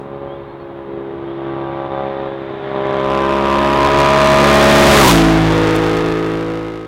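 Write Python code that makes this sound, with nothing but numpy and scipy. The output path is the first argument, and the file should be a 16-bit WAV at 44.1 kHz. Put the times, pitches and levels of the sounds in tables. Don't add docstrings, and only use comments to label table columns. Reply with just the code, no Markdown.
import sys
import numpy as np
from scipy import signal
from scipy.fft import rfft, irfft, next_fast_len
from scipy.io import wavfile
from scipy.ndimage import map_coordinates

SR = 44100
rng = np.random.default_rng(int(sys.argv[2]) if len(sys.argv) > 2 else 0)


def persist_wave(psi):
    counts = np.round(np.clip(psi, -1, 1) * 32767).astype(np.int16)
    wavfile.write(sys.argv[1], SR, np.atleast_2d(counts).T)


N = 302967
TIME = np.arange(N) / SR
SPEED_M_PER_S, SOUND_M_PER_S = 46.28, 343
PASS_S, PASS_M = 5.079, 2.3

# boom_db, bark_db, rush_db
FAR_AHEAD_LEVELS = (28.3, 30.6, 16.9)
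CLOSE_AHEAD_LEVELS = (28.9, 33, 17.6)
CLOSE_BEHIND_LEVELS = (28.3, 11, 6.3)
FAR_BEHIND_LEVELS = (31.3, 30, 13)


def amp(db):
    return 10 ** (np.asarray(db) / 20)


def unit(x):
    return x / np.sqrt(np.mean(x ** 2) + 1e-20)


def along(points, hz):
    point_hz, values = np.transpose(points)
    return np.interp(np.log(hz + 1), np.log(point_hz + 1), values)


def curve(rows):
    return np.interp(TIME, *np.transpose(rows))


def wobble(knots_per_s):
    knots = rng.standard_normal(int(N * knots_per_s / SR) + 4)
    return map_coordinates(knots, [TIME * knots_per_s])


def filtered(x, response):
    size = next_fast_len(N + SR // 2)
    return irfft(rfft(x, size) * response(np.fft.rfftfreq(size, 1 / SR)), size)[:N]


def noise(spectrum, throb=1):
    return unit(filtered(throb * rng.standard_normal(N), lambda hz: amp(along(spectrum, hz))))


def woods():
    # frequency_hz, level_db
    hush_colour = [(20, 8), (45, 3.5), (90, 12), (300, 8.5), (1000, 10.5), (2500, -17.5), (3700, -23.5),
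                   (4700, -41), (7000, -40), (15500, -39)]
    return amp(-37.5) * noise(hush_colour)


def bird():
    # start_s, length_s, start_hz, end_hz, level_db
    calls = [(.27, .11, 3120, 3750, -48), (.46, .08, 4150, 4350, -60), (.59, .05, 4350, 4250, -61),
             (1.24, .12, 3130, 3750, -51), (2.23, .11, 3150, 3700, -51)]
    out = np.zeros(N)
    for start_s, length_s, start_hz, end_hz, level_db in calls:
        progress = np.linspace(0, 1, int(length_s * SR))
        pitch_hz = start_hz + (end_hz - start_hz) * progress ** 2
        whistle = np.sin(np.pi * progress) * np.sin(2 * np.pi * np.cumsum(pitch_hz) / SR)
        out[round(start_s * SR):][:len(whistle)] += amp(level_db) * whistle
    return out


def forest_echo(x):
    # frequency_hz, t60_s
    decay_times = [(100, 0.17), (600, 1), (2000, 0.34), (6000, 0.35)]
    out = np.zeros(N)
    for centre_s in np.arange(0, N / SR + .5, .5):
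        hz, t, scatter = signal.stft(rng.standard_normal(SR // 2), SR, nperseg=256)
        decay = amp(-60 * t / along(decay_times, hz)[:, None])
        tail = signal.istft(scatter * decay, SR, nperseg=256)[1]
        crossfade = np.sqrt(np.clip(1 - 2 * abs(TIME - centre_s), 0, 1))
        out += signal.oaconvolve(x * crossfade, tail / np.linalg.norm(tail))[:N]
    return out


def ride():
    since_pass_s = np.linspace(-2 * PASS_S, PASS_S, N)
    road_m = SPEED_M_PER_S * since_pass_s
    arrival_s = PASS_S + since_pass_s + (np.hypot(road_m, PASS_M) - PASS_M) / SOUND_M_PER_S
    heard_at_m = np.interp(TIME, arrival_s, road_m)
    distance = np.hypot(heard_at_m, PASS_M)
    return distance, heard_at_m / distance


def perspectives(distance, bearing, close_ahead_m=100, close_behind_m=19):
    behind = 1 / (1 + np.exp(-(bearing - .3) / .2))
    close_ahead = 1 / (1 + (distance / close_ahead_m) ** 6)
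    close_behind = 1 / (1 + (distance / close_behind_m) ** 6)
    return np.array([(1 - behind) * (1 - close_ahead), (1 - behind) * close_ahead,
                     behind * close_behind, behind * (1 - close_behind)])


def carried(distance, bearing, verge_db_per_m, verge_m, shut_db, abeam_db):
    # time_s, opening (0-1)
    throttle = [(0, .62), (.37, .55), (.52, .06), (.85, .06), (1.2, .24), (1.48, .78), (1.85, .71),
                (2.01, .8), (2.25, .5), (2.33, .03), (2.6, 0), (2.71, .57), (2.98, .91), (3.6, 1)]
    verge_loss = verge_db_per_m * np.clip(-bearing * distance, 0, verge_m)
    throttle_loss = shut_db * (1 - curve(throttle))
    return -20 * np.log10(distance) - verge_loss - throttle_loss - abeam_db * PASS_M / distance


def cracks(t60_s=.0061):
    # start_s, level_db
    snaps = [(5.757, -19), (5.763, -16.5), (5.868, -22.5)]
    out = np.zeros(N)
    t = np.arange(SR // 50) / SR
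    for start_s, level_db in snaps:
        out[round(start_s * SR):][:len(t)] += amp(level_db - 60 * t / t60_s) * rng.standard_normal(len(t))
    return out


def road_reflection(distance, lead_s=.017, lowest_hz=944.6, width_hz=200, peak_db=11, fall_db_per_m=9):
    front_m = np.interp(TIME + lead_s, TIME, distance)
    centre_hz = lowest_hz * (front_m / PASS_M) ** .65
    phase = 2 * np.pi * np.cumsum(centre_hz) / SR
    band = wobble(width_hz) * np.cos(phase) + wobble(width_hz) * np.sin(phase)
    return amp(peak_db - fall_db_per_m * (front_m - PASS_M)) * unit(band)


def rush(pulses, distance, bearing, shares, gush_s=.0062):
    # frequency_hz, level_db
    air_colour = [(30, -12), (150, 0), (600, 6), (1100, 3), (1500, 1.5), (2200, -3), (2800, -9.5),
                  (3600, -6), (4300, -21.5), (5500, -34), (8000, -48), (15000, -69.5)]
    hiss_colour = [(500, -30), (3000, 6), (6000, -4.5), (15000, -21.5)]
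    rush_db = [FAR_AHEAD_LEVELS[2], CLOSE_AHEAD_LEVELS[2], CLOSE_BEHIND_LEVELS[2], FAR_BEHIND_LEVELS[2]]
    path_db = carried(distance, bearing, verge_db_per_m=.055, verge_m=280, shut_db=5, abeam_db=5)
    gain = (amp(rush_db) @ shares) * amp(path_db)
    gush = unit(signal.lfilter([1], [1, -np.exp(-1 / (gush_s * SR))], pulses))
    air = noise(air_colour, throb=1 + .66 * gush) * gain * amp(3.5)
    hiss_gain = (1 - shares[0]) * gain * amp(-19) + amp(-2.5) * (PASS_M / distance) ** 2.1
    return air + noise(hiss_colour) * hiss_gain


def firings(cycles, lag=.346, echo_lag=.128, jitter=.0015, second_db=-1.5, scatter_db=1.8, echo_gain=.2):
    cycle = np.arange(int(cycles[-1]))[:, None]
    chance = rng.standard_normal((len(cycle), 4))
    when = (cycle + [0, lag] + jitter * chance[:, :2]).ravel()
    size = amp([0, second_db] + scatter_db * chance[:, 2:]).ravel()
    at = np.interp(np.r_[when, when + echo_lag], cycles, np.arange(N))
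    size = np.r_[size, echo_gain * size]
    whole, part = at.astype(int), at % 1
    pulses = np.bincount(whole, size * (1 - part), N + 1) + np.bincount(whole + 1, size * part, N + 1)
    return pulses[:N]


def pipe_ring(pulses, colour, size=8192):
    hz = np.fft.rfftfreq(size, 1 / SR)
    gain = amp(along(colour, hz)) / (1 + (hz / colour[-1][0]) ** 6)
    cepstrum = irfft(np.log(gain))
    cepstrum[1:size // 2] *= 2
    cepstrum[size // 2 + 1:] = 0
    return signal.fftconvolve(pulses, irfft(np.exp(rfft(cepstrum))))[:N]


def exhaust(pulses, distance, bearing, shares, swell_s=.95, swell_db=4.2):
    # frequency_hz, level_db
    far_ahead = [(30, -39), (68, -9), (135, -0.5), (205, -6), (275, 3), (340, 5), (410, -0.5), (545, 2),
                 (620, -1), (750, 0.5), (1000, -5), (1170, -3.5), (1400, -17.5), (2400, -27.5)]
    close_ahead = [(30, -27.5), (70, -10), (140, -1.5), (210, -2), (280, 1.5), (350, 0), (420, -3),
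                   (540, -2.5), (630, 3.5), (760, -1.5), (1020, 2.5), (1220, -1), (1500, -10),
                   (2700, -15.5)]
    close_behind = [(25, -12), (54, -3), (108, -4.5), (162, 1), (216, 0), (270, 1.5), (325, 1), (400, -7.5),
                    (500, -15), (1000, -22.5), (2600, -39)]
    far_behind = [(25, -28), (54, -10), (108, -2), (162, -2.5), (216, -5), (270, -0.5), (325, 2.5),
                  (380, 2.5), (435, 1), (490, 0), (650, -20), (920, -11.5), (1090, -9), (1400, -20.5),
                  (2400, -24)]
    # colour, levels, split_hz between boom and bark
    sides = [(far_ahead, FAR_AHEAD_LEVELS, 500), (close_ahead, CLOSE_AHEAD_LEVELS, 500),
             (close_behind, CLOSE_BEHIND_LEVELS, 405), (far_behind, FAR_BEHIND_LEVELS, 405)]
    boom_db = carried(distance, bearing, verge_db_per_m=.075, verge_m=115, shut_db=5.5, abeam_db=7)
    swell_width_s = np.where(TIME < swell_s, .07, .2)
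    boom_db += swell_db * np.exp(-((TIME - swell_s) / swell_width_s) ** 2)
    bark_db = carried(distance, bearing, verge_db_per_m=.06, verge_m=280, shut_db=18, abeam_db=23)
    bark_db += 1.3 * shares[0] * wobble(15)
    out = np.zeros(N)
    for share, (colour, levels, split_hz) in zip(shares, sides):
        body = pipe_ring(pulses, colour)
        body -= body.mean()
        boom = filtered(body, lambda hz: 1 / (1 + (hz / split_hz) ** 10))
        bark = body - boom
        out += share * (amp(boom_db + levels[0]) * unit(boom) + amp(bark_db + levels[1]) * unit(bark))
    return out


def motorcycle(distance, bearing, misfire_s=1.88):
    # time_s, cycles_per_s
    engine_speed = [(0.0, 59.77), (0.15, 59.95), (0.8, 58.99), (1.28, 58.52), (1.75, 58.83), (2.25, 58.96),
                    (2.55, 58.1), (2.95, 58.22), (3.5, 59.41), (4.0, 60.76), (4.3, 60.86), (4.45, 61.36),
                    (4.8, 61.45), (5.3, 61.2), (5.8, 61.14), (6.87, 62.4)]
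    doppler = 1 / (1 + bearing * SPEED_M_PER_S / SOUND_M_PER_S)
    cycles = np.cumsum(curve(engine_speed) * doppler) / SR
    misfire = np.exp(-((TIME - misfire_s) / .009) ** 2)
    pulses = firings(cycles) * (1 - misfire)
    shares = perspectives(distance, bearing)
    roar = road_reflection(distance)
    return exhaust(pulses, distance, bearing, shares) + rush(pulses, distance, bearing, shares) + roar


def scene():
    distance, bearing = ride()
    direct = motorcycle(distance, bearing) + cracks() + bird()
    nearness = 1 / np.hypot(1, distance / 35)
    echo = forest_echo(direct * amp(-3 - 21.5 * nearness))
    return (direct + echo + woods())[None]


def record(dry):
    ceiling, top_hz = .44, 15850
    fade_zero_s, fade_length_s = 7.12, 2.08
    dc_block = lambda hz: hz ** 2 / (hz ** 2 + 10 ** 2)
    mic = filtered(dry[0], dc_block)
    clipped = mic / (1 + np.abs(mic / ceiling) ** 20) ** (1 / 20)
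    fade = np.clip((fade_zero_s - TIME) / fade_length_s, 0, 1)
    return filtered(clipped * fade, lambda hz: dc_block(hz) * (hz < top_hz))[None]


dry = scene()
out = record(dry)
persist_wave(out)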